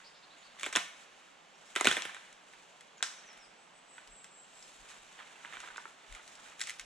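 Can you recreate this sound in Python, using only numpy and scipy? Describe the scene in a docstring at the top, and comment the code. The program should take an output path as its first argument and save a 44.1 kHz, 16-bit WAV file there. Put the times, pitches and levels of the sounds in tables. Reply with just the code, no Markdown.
"""A quiet spruce forest under a faint hush; someone breaks dead branches some way from a microphone pair.
First a bird warbles and whistles while sticks rustle; at 0.6 s a branch gives way, at 1.8 s a longer run.
Rising notes come before that run; knocks follow it, then falling notes, a last crack and thin high calls.
From 5.2 s sticks knock together, at 6.1 s the heaviest thud lands, and at 6.6 s twigs snap in a flurry.
Wood is torn, ringing noise, birds are gliding tones, and random trunk echoes scatter both."""
import sys
import numpy as np
from scipy import signal
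from scipy.fft import rfft, irfft, next_fast_len
from scipy.io import wavfile

SR = 44100
rng = np.random.default_rng(int(sys.argv[2]) if len(sys.argv) > 2 else 0)


def persist_wave(psi):
    """Save psi, clipped to +-1, as 16-bit WAV."""
    counts = np.round(np.clip(psi, -1, 1) * 32767).astype(np.int16)
    wavfile.write(sys.argv[1], SR, np.atleast_2d(counts).T)


N = 302349


def gain_of(db):
    """Decibels to amplitude."""
    return 10 ** (np.asarray(db) / 20)


def evened(x):
    """Scales to rms 1."""
    return x / np.sqrt(np.mean(x ** 2) + 1e-30)


def read(points, hz):
    """Reads a curve of (f, value) points on a log-frequency axis."""
    f, value = np.transpose(points)
    return np.interp(np.log(hz + 1), np.log(f + 1), value)


def lift(hz, centre, width, db):
    """A resonance as a hump in dB."""
    return db / (1 + (2 * (hz - centre) / width) ** 2)


def add(mix, s, sound):
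    """Adds a sound into a mix at a time in seconds."""
    part = mix[..., max(round(s * SR), 0):][..., :sound.shape[-1]]
    part += sound[..., :part.shape[-1]]


def wander(rate, count):
    """Random values at this rate per second, joined by straight lines."""
    knots = np.arange(count) * rate / SR
    return np.interp(knots, np.arange(8192), rng.standard_normal(8192))


def causal(gain):
    """Minimum-phase response with this gain: sharp front, ringing after."""
    log_gain = np.log(np.maximum(gain / gain.max(), 1e-5))
    circle = np.concatenate([log_gain, log_gain[-2:0:-1]])
    phase = -signal.hilbert(circle).imag[:len(gain)]
    return gain * np.exp(1j * phase)


def sides(db):
    """Left and right gains for a left-over-right level difference, at constant power."""
    pair = gain_of(np.array([db, -db]).reshape(2, -1) / 2)
    return pair / np.sqrt(np.mean(pair ** 2, 0))


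def ports(hz, tilt):
    """Phase and level that the housing gives to each microphone; tilt scales the level difference."""
    # lead of the left microphone: f/Hz, phase/rad
    left_lead = [(50, 1), (450, -0.7), (1100, 1.12), (2200, 0.47), (4200, 0.37), (5200, 1.7), (6500, -0.34),
                 (8300, -2.5), (10000, -2), (11000, -2.5), (16000, -1.5)]
    # left over right before the tilt factor: f/Hz, level/dB
    left_excess = [(100, -3), (450, -6), (1000, -21), (2300, -10.5), (4500, -1.5), (5500, 1), (7900, 8.5),
                   (9200, -3), (10100, 14), (12000, -1)]
    half_turn = .5j * np.array([[1], [-1]]) * read(left_lead, hz)
    return sides(tilt * read(left_excess, hz)) * np.exp(half_turn)


def diffuse(pair, colour, tilt):
    """Colours two unrelated signals and makes them partly alike, as sound from many sides."""
    # likeness of the two microphones for diffuse sound: f/Hz, correlation
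    pair_likeness = [(50, 0.35), (300, 0.47), (800, 0.36), (2000, 0.59), (3900, 0.83), (5000, 0.34),
                     (10000, 0.46), (14000, .15)]
    size = next_fast_len(pair.shape[1] + 2048)
    hz = np.fft.rfftfreq(size, 1 / SR)
    a, b = rfft(pair, size)
    same = np.clip(read(pair_likeness, hz), 0, 1)
    alike = np.array([a, same * a + np.sqrt(1 - same ** 2) * b])
    heard = alike * ports(hz, tilt) * gain_of(read(colour, hz))
    return irfft(heard, size)[:, :pair.shape[1]]


def hush():
    """Faint steady air in the treetops: coloured noise from all sides."""
    # air in the trees: f/Hz, level per Hz/dB before the sound is evened
    air_colour = [(12, -42), (20, -4), (86, -23.5), (168, -3), (310, -5.5), (422, -3), (738, 0.5),
                  (1660, -3), (1810, -4.5), (2910, -4.5), (4940, -14.5), (7310, -12.5), (8410, -17.5),
                  (9400, -24), (16000, -49)]
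    level_db = -59.5
    return gain_of(level_db) * evened(diffuse(rng.standard_normal((2, N)), air_colour, tilt=0.17))


def forest(x, near_db, near_t60, deep_db, trunk_db=5.5, stand_s=0.049, stand_width_s=0.012, stand_db=-0.5):
    """Near trunks scatter a quick, grainy tail shaped by a dense stand; the deep forest adds a long one."""
    # scatter from the trunks: f/Hz, level/dB
    trunk_colour = [(100, 8), (400, -9), (800, 0), (1400, -3), (2500, 0), (4000, 0), (5300, 5.5),
                    (7500, -4), (10000, -2.5), (14000, 2)]
    # decay of the deep forest: f/Hz, time to fall 60 dB/s
    deep_t60 = [(150, 0.48), (1500, 1.07), (4000, 0.83), (8000, 0.86), (14000, 0.83)]
    t = np.arange(SR + SR // 2) / SR
    # near: about 5000 sparse reflections a second, of uneven size
    taps = rng.choice([-1, 1], (2, len(t))) * (rng.random((2, len(t))) < 5000 / SR)
    taps = taps * gain_of(trunk_db * np.minimum(rng.exponential(1, taps.shape), 4))
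    near = taps * gain_of(-60 * t / near_t60) * (1 - np.exp(-t / 0.0017))
    near = near * gain_of(stand_db * np.exp(-((t - stand_s) / stand_width_s) ** 2))
    # deep: noise that decays at its own pace in each band
    hz, age, noise = signal.stft(rng.standard_normal(taps.shape), SR, nperseg=256)
    decay = gain_of(-60 * age / read(deep_t60, hz)[:, None])
    deep = signal.istft(noise * decay, SR, nperseg=256)[1][:, :len(t)]
    deep = deep * (1 - np.exp(-t / 0.033))
    tail = (gain_of(near_db) * evened(near) + gain_of(deep_db) * evened(deep)) / np.sqrt(len(t))
    return signal.fftconvolve(x[None], diffuse(tail, trunk_colour, tilt=0.074), axes=1)[:, :N]


def note(s, length, middle_hz, db, glide_hz, arch_hz, swing_hz, trill_hz, flick_hz, hidden, fade,
         waver_hz=35, flutter_db=1.5):
    """An arched glide whose trill swings or flicks up. Rows: heard directly, scattered by foliage."""
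    u = np.linspace(-1, 1, int(length * SR))
    paths = np.sqrt(np.clip([[1 - hidden], [hidden]], 0, 1))  # hidden: share of the power
    turns = np.cumsum(trill_hz * (1 + 0.123 * wander(61.0, len(u)))) / SR
    flicks = (1 - abs(np.sin(np.pi * turns))) ** 1.5
    hz = middle_hz + glide_hz * u / 2 - arch_hz * u ** 2
    hz = hz + swing_hz * np.sin(2 * np.pi * turns) + flick_hz * flicks + waver_hz * wander(279, len(u))
    tone = np.sqrt(2) * np.sin(2 * np.pi * np.cumsum(hz) / SR)
    flutter = gain_of(db + flutter_db * wander(118, len(u)))
    return s, paths * flutter * tone * signal.windows.tukey(len(u), fade)


def birds():
    """Warbles, a whistle, rising and falling notes and thin calls from deep in the foliage: gliding tones."""
    # All start t/s, length/s, middle f/Hz, level/dB (before the trim of all birds in scene), then:
    # buzzy warbled notes: glide/Hz, arch/Hz, swing of the buzz/Hz
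    warble_notes = [(0.038, 0.054, 4750, -58, 550, 80, 480), (0.142, 0.044, 4430, -63, 900, 300, 850),
                    (0.22, 0.04, 4170, -61, 890, 550, 520), (0.298, 0.048, 4020, -62, 350, 500, 260),
                    (0.412, 0.076, 4570, -62, 350, 1310, 260)]
    # a plain whistle: no more columns
    whistle_notes = [(0.378, 0.057, 6850, -68)]
    # rising notes: no more columns
    rising_notes = [(1.544, 0.021, 5560, -69.5), (1.666, 0.028, 5450, -68)]
    # falling notes: glide/Hz, arch/Hz
    falling_notes = [(2.971, 0.025, 6600, -59.5, -1500, 250), (3.145, 0.057, 6020, -62, -1450, 128),
                     (3.253, .067, 5770, -61, -1300, 3), (3.385, 0.075, 5320, -64.5, -1150, 0)]
    # thin scalloped calls: no more columns; f/Hz is the base below the flicks
    thin_notes = [(3.405, 0.07, 7900, -64.5), (3.572, 0.073, 7780, -64.5), (3.722, 0.085, 7870, -63.5),
                  (3.863, 0.14, 7690, -58), (4.075, 0.2, 7610, -56.5), (4.283, 0.17, 7480, -56),
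                  (4.513, 0.17, 7450, -59)]
    notes = [note(*row, trill_hz=496, flick_hz=0, hidden=0.22, fade=.35, waver_hz=100)
             for row in warble_notes]
    notes += [note(*row, glide_hz=-32, arch_hz=-70, swing_hz=15, trill_hz=60, flick_hz=0, hidden=0.29, fade=.3)
              for row in whistle_notes]
    notes += [note(*row, glide_hz=950, arch_hz=80, swing_hz=20, trill_hz=150, flick_hz=0, hidden=.13, fade=.5)
              for row in rising_notes]
    notes += [note(*row, swing_hz=45, trill_hz=149, flick_hz=0, hidden=0.2, fade=.3)
              for row in falling_notes]
    notes += [note(*row, glide_hz=20, arch_hz=20, swing_hz=0, trill_hz=33, flick_hz=780, hidden=0.86, fade=.5)
              for row in thin_notes]
    out = np.zeros((2, N))
    for s, sound in notes:
        add(out, s, sound)
    return out


def thuds(ground_hz=36, knock_db=-13):
    """The springy forest floor shakes the microphones for a few cycles, with a little low noise."""
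    # thuds through the ground: t/s (each starts 15 ms earlier), level/dB, length/s before a stretch of 1.48
    ground_thuds = [(0.743, -65, 0.054), (1.843, -64, 0.054), (3.344, -77.5, 0.074), (3.46, -77, 0.055),
                    (4.07, -61, 0.077), (4.783, -61, 0.064), (4.98, -70, 0.055), (5.54, -71, 0.083),
                    (5.695, -73, 0.067), (6.09, -50, 0.072), (6.781, -63, 0.087)]
    out = np.zeros(N)
    low_pass = signal.butter(2, 95, fs=SR, output="sos")
    for s, db, length in ground_thuds:
        t = np.arange(0, length * 1.48, 1 / SR)
        sway = evened(np.sin(2 * np.pi * (ground_hz * rng.uniform(.9, 1.05) * t + rng.random())))
        knock = evened(signal.sosfilt(low_pass, rng.standard_normal(SR)[:len(t)]))
        swell = np.hanning(len(t)) ** 1.3
        add(out, s - .015, gain_of(db) * swell * (sway + gain_of(knock_db) * knock))
    return np.array([out, 0.57 * np.roll(out, 90)])  # weaker and 2 ms later on the right


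def moves():
    """How hard the sticks scrape and the fine twigs crackle over time: the strongest swell wins."""
    # moves of hands and feet: peak t/s, rise/s, fall/s, scraping level/dB, crackle level/dB
    # (both levels before the trims in handling)
    hand_moves = [(0.02, .1, 0.13, -55.5, -81), (0.43, 0.19, 0.34, -56, -83),
                  (0.66, 0.077, 0.049, -44, -65.5), (0.742, 0.016, 0.061, -40.5, -62.5),
                  (1.0, 0.027, 0.056, -59, -74.5), (1.25, 0.19, 0.13, -61, -82.5),
                  (1.75, 0.17, 0.051, -56, -75), (2.2, 0.16, .2, -68, -79.5),
                  (2.53, 0.14, 0.35, -63.5, -80.5), (3.3, 0.33, 0.2, -54, -87),
                  (4.0, 0.078, 0.17, -58, -83), (4.66, 0.17, 0.72, -69, -74), (4.91, 0.088, 0.1, -51, -72),
                  (5.195, 0.035, 0.039, -47.5, -77.5), (5.31, 0.32, 0.52, -51, -77.5),
                  (5.6, 0.3, 0.26, -48, -72.5), (5.8, 0.14, 0.17, -55, -75), (6.15, 0.16, 0.12, -51, -76.5),
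                  (6.32, 0.13, 0.089, -61, -74), (6.47, 0.16, 0.099, -50, -73),
                  (6.645, 0.056, 0.099, -53, -66.5)]
    t, scrape, fine = np.arange(N) / SR, np.zeros(N), np.zeros(N)
    for s, rise_s, fall_s, sticks_db, crackle_db in hand_moves:
        swell = np.exp(-((t - s) / np.where(t < s, rise_s, fall_s)) ** 2)
        scrape = np.maximum(scrape, gain_of(sticks_db) * swell)
        fine = np.maximum(fine, gain_of(crackle_db) * swell)
    return scrape, fine


def grains(colour, per_s, spread_db, clump_db):
    """Clumped tiny slips of very uneven size, rms 1."""
    size = gain_of(spread_db * np.minimum(rng.exponential(1, (2, N)), 4))
    clicks = size * rng.choice([-1, 1], (2, N)) * (rng.random((2, N)) < per_s / SR)
    return evened(diffuse(clicks * gain_of(clump_db * wander(70, N)), colour, tilt=0.26))


def handling(scrape, fine, scrape_db=-7.5, twigs_db=15.5):
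    """With each move, sticks scrape over each other and their fine twigs crackle: swelling grains."""
    # colour of scraping sticks: f/Hz, level/dB
    scrape_colour = [(100, -26), (250, -13), (700, -4), (1400, -0.5), (2300, -3), (3600, -5), (4800, -19.5),
                     (9000, -27), (16000, -86)]
    # colour of fine twigs: f/Hz, level/dB
    crackle_colour = [(500, -12.5), (2000, -5.5), (3700, -5), (4900, -10.5), (7000, -4), (8300, -4.5),
                      (9200, -15), (10200, -14.5), (11700, -26.5), (14000, -30), (16000, -36)]
    slips = grains(scrape_colour, per_s=1400, spread_db=2.4, clump_db=2.5)
    crackle = grains(crackle_colour, per_s=2800, spread_db=2.5, clump_db=2.0)
    return gain_of(scrape_db) * scrape * slips + gain_of(twigs_db) * fine * crackle


def play(cracks, thrown_db):
    """Mixes cracks. Rows: left, right, and the sound thrown into the trees."""
    out = np.zeros((3, N))
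    for pieces in cracks:
        for s, sound in pieces:
            add(out, s, sound)
    return out * gain_of([[0], [0], [thrown_db]])


def bending(hz):
    """Bending waves of low pitch travel slowly and arrive late, so each click drops into a knock."""
    lag_s, corner_hz = 0.001914, 773
    lag = lag_s / (1 + (hz / corner_hz) ** 2)
    return np.exp(-2j * np.pi * np.cumsum(lag) * hz[1])


def stick_ring(db, ring_hz, ring_s, rise_s=0.000604, pan_db=-5.0, detune=0.067, size=2048):
    """A bumped stick swells into its bending modes and dies. Rows: left, right, sound thrown all round."""
    # bending modes of a loose stick: multiple of its ring, level/dB, share of the ring time
    stick_modes = [(0.63, -8, 1.7), (0.84, -4, 0.7), (1, 2.5, 1.08), (1.26, -0.5, 0.6), (1.55, -8, 1)]
    t, hz = np.arange(size) / SR, np.fft.rfftfreq(size, 1 / SR)
    pitches = ring_hz * (1 + detune * rng.uniform(-0.76, 1, len(stick_modes)))
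    ring = np.zeros(size)
    for pitch, (multiple, mode_db, lasts) in zip(pitches, stick_modes):
        wave = np.cos(2 * np.pi * pitch * multiple * (t - 2 * rise_s))
        ring += gain_of(mode_db) * np.exp(-t / (ring_s * lasts)) * wave
    ring *= (1 - np.exp(-t / rise_s)) ** 2
    ring = gain_of(db) * np.sqrt(SR * .004) * ring / np.linalg.norm(ring)  # the level is rms over 4 ms
    direct = irfft(rfft(ring) * bending(hz) * ports(hz, tilt=0)) * sides(pan_db)
    return np.array([*direct, ring])


def fracture(body_db, bass_db, snap_db, treble_db, fizz_db, ring_hz, low_hz, tear_s, rupture, pan_db,
             ring_cycles=9.6, ring_share=0.15, ring_db=7, ring_width=0.26, size=4096):
    """Fibres tear around one clean rupture and the stick rings. Rows: left, right, sound thrown all round."""
    # colour of breaking dry wood: f/Hz, level/dB
    wood_colour = [(30, -31), (110, -18), (200, -5), (350, -4), (700, -3), (1000, -3.5), (1400, 2.5),
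                   (2000, 1.5), (2700, 0.5), (3800, -1), (4800, -19.5), (6500, -12), (8000, -7),
                   (10000, -21), (11500, -31.5), (14000, -40), (16000, -57)]
    # lasting modes of the long branch: f/Hz, width/Hz, lift/dB
    branch_modes = [(338, 26, 3), (393, 27, 5), (584, 37, 0.5), (750, 32, 4), (1021, 38, 10.5),
                    (1566, 41, 5.5), (1845, 50, 5.5), (2035, 24, 4), (2360, 22, 5), (2500, 22, 3),
                    (3420, 140, 3)]
    t, hz = np.arange(size) / SR, np.fft.rfftfreq(size, 1 / SR)
    tear, ring = rng.standard_normal((2, size))
    tearing = tear * np.exp(-t / max(tear_s, .0004)) * (1 - np.exp(-t / .0002))
    clean = rupture * signal.unit_impulse(size, 14)
    ringing = ring_share * signal.lfilter([.5, .5], [1], ring) * np.exp(-t * ring_hz / ring_cycles)
    force = rfft(clean + tearing + ringing)
    # the branch rings, and every new piece has its own uneven overtones
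    modes_db = lift(hz, ring_hz, ring_width * ring_hz, ring_db)
    modes_db += sum(lift(hz, *mode) for mode in branch_modes)
    modes_db += sum(lift(hz, f, .05 * f, 6) for f in 900 * 9 ** rng.random(7))
    # a short piece has no deep notes
    wood_db = read(wood_colour, hz) - 10 * np.log10(1 + (low_hz / (hz + 1)) ** 6)
    # the brighter the crack, the more it bites near 5 kHz: 0.97 dB per dB of treble above -2
    wood_db = wood_db + lift(hz, 5075, 1230, 0.97 * max(treble_db + 2, 0))
    # the thinner the stick, the higher its body begins
    body_edge = 540 - 22 * min(bass_db, 0)
    below = [1 / (1 + (hz / edge) ** 12) for edge in (body_edge, 2200, 4700)]
    below.append(1 / (1 + (hz / 8900) ** 30))
    shapes = abs(np.diff([0 * hz, *below, 1 + 0 * hz], axis=0))
    bands = list(zip(shapes, (bass_db, 0, snap_db, treble_db, fizz_db)))

    def radiate(drive, colour):
        """Shares the energy between bass, body, snap, treble and fizz."""
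        power = sum(band * gain_of(db) ** 2 / np.sum(band * abs(colour * drive) ** 2) for band, db in bands)
        return drive * causal(colour * np.sqrt(power))

    direct = irfft(radiate(force, gain_of(wood_db + modes_db)) * bending(hz) * ports(hz, tilt=0.45))
    direct *= np.sqrt(np.mean(direct ** 2) / np.mean(direct ** 2, 1, keepdims=True)) * sides(pan_db)
    # summed over all directions, the peaks and dips partly even out
    all_round = irfft(radiate(1, gain_of(wood_db + .25 * modes_db)))
    return gain_of(body_db) * np.sqrt(size * SR * .002) * np.roll([*direct, all_round], 16, axis=1)


def splintering(s, body_db, bass_db, snap_db, treble_db, ring_hz, low_hz, tear_s, fizz_db, splinter_db,
                rupture, splinter_s=.009, count=3):
    """One crack and the few small splinters after it, as (s, sound) pairs."""
    # dull wood is louder on the right, bright wood on the left
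    pan_db = np.clip(-0.6 + 0.44 * treble_db, -2, 2)
    # the air takes most of the highest fizz
    colour = bass_db, snap_db, treble_db, fizz_db + 0.088 * treble_db
    crack = fracture(body_db, *colour, ring_hz, low_hz, tear_s, rupture, pan_db)
    pieces = [(s - .0003, crack)]
    for late, weak, pitch in rng.random((count, 3)):
        splinter_hz = ring_hz * 2 ** (pitch - .5)
        splinter = fracture(body_db + splinter_db - 8 * weak, *colour, splinter_hz, low_hz, tear_s,
                            rupture, pan_db)
        pieces.append((s + .002 - splinter_s * np.log(1 - .95 * late), splinter))
    return pieces


def jostle(scrape, level_db=-3.0, spread_db=11.0, low_hz=1150, high_hz=2600, ring_s=0.0052, count=420):
    """Scraping sticks catch and tap each other at random, as hard as they scrape at that moment."""
    taps = []
    for when, weak, pitch in rng.random((count, 3)):
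        ring_hz = low_hz * (high_hz / low_hz) ** pitch
        tap = scrape[int(when * N)] * stick_ring(level_db - spread_db * weak, ring_hz, ring_s)
        taps.append([(when * N / SR, tap)])
    return play(taps, thrown_db=-6.0)


def knocks(contact_db=-10, bass_db=-8, treble_re_snap_db=-18, low_hz=250, contact_s=0.0016):
    """Sticks bump each other: a dull contact and the hollow ring of the wood."""
    # sticks knocking together: t/s, ring level/dB, contact snap level/dB, ring f/Hz, ring time/s
    stick_bumps = [(2.0939, -42, -51, 1640, 0.005), (2.1655, -45, -52, 1610, .003),
                   (2.5352, -56.5, -53, 1460, 0.0036), (3.006, -48.5, -71, 1550, .002),
                   (3.98, -45.5, -55, 1557, 0.0052), (5.1898, -51, -60, 1910, .003),
                   (5.2, -46, -62, 1680, .003), (5.207, -49, -66, 1180, 0.0023),
                   (5.4477, -41, -55, 1530, 0.0021), (5.455, -49, -49.5, 1500, .001),
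                   (5.525, -44.5, -51, 1830, .002), (5.533, -43, -59, 2120, 0.0039),
                   (5.539, -46, -56, 1210, .004), (5.552, -45.5, -64, 2360, 0.006),
                   (5.5687, -40, -50, 1500, 0.0034), (5.603, -48.5, -52, 1580, 0.0054),
                   (5.6376, -42.5, -58, 1535, 0.0068), (5.647, -58, -59, 1620, .003),
                   (5.675, -48.5, -52, 1340, 0.0037), (5.685, -50, -59, 1560, .003),
                   (5.7025, -45, -59, 1420, 0.0068), (5.76, -44, -49, 1600, 0.001),
                   (5.7796, -38, -63, 1410, 0.0033), (5.787, -51, -67, 1210, 0.0029),
                   (5.854, -40.5, -66, 1380, 0.0034), (6.1935, -50, -68, 1480, 0.0067)]
    bumps = []
    for s, db, snap_db, ring_hz, ring_s in stick_bumps:
        snap_re_body_db = snap_db - db - contact_db
        contact = splintering(s, db + contact_db, bass_db, snap_re_body_db,
                              snap_re_body_db + treble_re_snap_db, ring_hz, low_hz, contact_s,
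                              fizz_db=-18, splinter_db=-12, rupture=0)
        bumps.append(contact + [(s, stick_ring(db, ring_hz, ring_s))])
    return play(bumps, thrown_db=-3.5)


def twigs(bass_db=-22, snap_db=1, snap_per_treble=0.24, ring_hz=2000, low_hz=1100, tear_s=0.0022,
          ring_s=0.0024):
    """Thin twigs snap: little bass, more snap the brighter they are, and a short ring."""
    # thin twigs snapping: t/s, body level/dB, treble re body/dB, ring re body/dB
    thin_snaps = [(0.5954, -51.5, 4, -10), (0.6096, -50, 1, -13), (1.7532, -43.5, -3, -10),
                  (2.327, -60.5, 6.5, -10), (2.808, -58.5, 4.5, -6), (2.98, -69, 9, -14),
                  (3.3302, -63, 3, -12), (3.374, -62, 3, -10), (3.387, -67, -2, 2),
                  (4.074, -60.5, 4.5, -10), (4.2432, -56, 4, -6), (4.625, -69, 18.5, -2),
                  (4.889, -66.5, 12, -10), (5.602, -53, 5, -12), (5.771, -57.5, 10.5, -1),
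                  (6.1248, -54.5, 4, -12), (6.149, -54, 3, 3), (6.2773, -60, 8, -10), (6.353, -63, 11, -10),
                  (6.592, -59, 0, -4), (6.5952, -52.5, 5, -7), (6.6054, -42.5, 0, -10),
                  (6.6138, -39.5, 7.5, -2), (6.631, -59, 8, -7), (6.671, -45.5, 4, 4), (6.676, -53, -3, 1),
                  (6.6887, -51, 1, 1), (6.695, -41.5, 1, -1), (6.7043, -48, 3, 0), (6.787, -62, 4, -10),
                  (6.7958, -45, 3.5, -20), (6.799, -52, 3, -3)]
    snaps = []
    for s, db, treble_db, ring_db in thin_snaps:
        snap = splintering(s, db, bass_db, snap_db + snap_per_treble * treble_db, treble_db, ring_hz, low_hz,
                           tear_s, fizz_db=-3.5, splinter_db=-9, rupture=0.9)
        snaps.append(snap + [(s, stick_ring(db + ring_db, ring_hz, ring_s, pan_db=-6.0))])
    return play(snaps, thrown_db=-6.5)


def branches():
    """Thick branches give way in runs of fractures, each throwing its own share into the trees."""
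    # fractures of a thick branch: t/s, body level/dB, then re body bass/dB, snap/dB, treble/dB;
    # ring of the stick f/Hz, lowest note of the piece f/Hz, tearing time/s (0.4 ms at least),
    # share thrown into the trees/dB (before the common trim)
    branch_breaks = [(0.632, -34.5, -12, -0.5, -3, 1100, 380, 0.00044, -6),
                     (0.6414, -43.5, -15, 8, -8, 3000, 400, 0.0014, -14),
                     (0.6502, -48, -9, 6, -6, 3100, 400, 0.0004, -9),
                     (0.657, -52, -9, 1, 7, 3100, 400, 0.0004, -5),
                     (0.6623, -35.5, -10.5, -1, -6, 1250, 300, 0.0017, -5),
                     (0.6654, -39, -3, -11, -12, 800, 200, 0.00083, -5),
                     (0.7270, -41, -11, -2, 1, 1800, 400, 0.001, -4),
                     (0.7308, -43, -15, -2, -1, 2000, 400, 0.0007, -2),
                     (0.7372, -50, -6, 4, -2, 3100, 400, 0.0007, -7),
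                     (0.7536, -31, -10.5, 4.5, -2, 3080, 300, 0.00073, -4),
                     (0.7604, -25, -9.5, -5, 0, 2930, 330, 0.0014, -5),
                     (0.7666, -29, -12.5, -0.5, -5, 1840, 330, 0.0035, -2),
                     (0.7693, -29, -10.5, -1, -12, 1480, 110, 0.003, -4),
                     (1.7612, -26.5, -9.5, -2.5, -7.5, 1250, 302, 0.0022, -0.5),
                     (1.7722, -38.5, -16, -1, -15, 2900, 400, 0.00041, -4),
                     (1.8, -38.5, -18, -5, -8, 1840, 400, 0.00078, 6),
                     (1.8099, -25.5, -6, -9, -4, 1280, 300, 0.0022, -5),
                     (1.8456, -33, -5, -0.5, 1.5, 2150, 330, 0.0003, 5),
                     (1.8537, -25, -5, -3.5, -10, 2170, 290, 0.0014, -1),
                     (1.865, -36, -17, 0, -20, 2400, 400, 0.00064, -6),
                     (1.8707, -20, -7, 2, -7.5, 1410, 131, 0.0011, -3.5),
                     (1.8781, -34, -2, -2, -12, 900, 50, 0.001, -2),
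                     (1.8856, -34, -15, -3, 2.5, 3490, 300, 0.0015, 2),
                     (1.9073, -38, -24, -5, -12, 1700, 300, 0.001, -2),
                     (1.9128, -28, -12, -1, -6, 3340, 140, 0.00096, -3),
                     (1.925, -34, -12, -6, -2.5, 1800, 250, 0.0024, 4.5),
                     (1.9679, -30, -8, -3, -11, 2230, 252, 0.0016, -0.5),
                     (1.9742, -38, -4, -10, -11, 1200, 250, 0.00089, -8),
                     (2.0211, -42.5, -11, 5, 4, 2740, 350, 0.00092, -2),
                     (2.0520, -36, -10.5, -5, -15, 2780, 100, 0.0034, 0.5),
                     (2.1463, -46.5, -18, 2, -3.5, 1730, 300, 0.00049, -2),
                     (3.0266, -28.5, -14.5, -4, 3, 1480, 400, 0.00043, -1.8)]
    cracks = []
    for *row, share_db in branch_breaks:
        pieces = splintering(*row, fizz_db=-11, splinter_db=-22.0, rupture=3.07)
        cracks.append([(s, sound * gain_of([[0], [0], [share_db]])) for s, sound in pieces])
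    return play(cracks, thrown_db=-0.5)


def scene(birds_db=-1.0):
    """Wood and birds with their echoes, over rustle, thuds and air."""
    scrape, fine = moves()
    t = np.arange(N) / SR
    wood = branches() + twigs() + knocks() + jostle(scrape)
    song, hidden_song = gain_of(birds_db) * birds()
    # the facing turns nine times a second, so fractures at different moments light up other trunks
    facing = np.sqrt(2 / 3) * np.cos(2 * np.pi * (9 * t + np.arange(3)[:, None] / 3))
    echoes = sum(forest(wood[2] * share, near_db=-1.5, near_t60=0.35, deep_db=-12.0) for share in facing)
    song_echo = forest(hidden_song, near_db=1., near_t60=.25, deep_db=-5.)
    return wood[:2] + echoes + song + song_echo + handling(scrape, fine) + thuds() + hush()


def record(dry):
    """The band limit of the microphone channel: a low-pass at 16.1 kHz."""
    low_pass = signal.firwin(255, 16100, window=("kaiser", 9), fs=SR)
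    return signal.oaconvolve(dry, low_pass[None], "same")


dry = scene()
out = record(dry)
persist_wave(out)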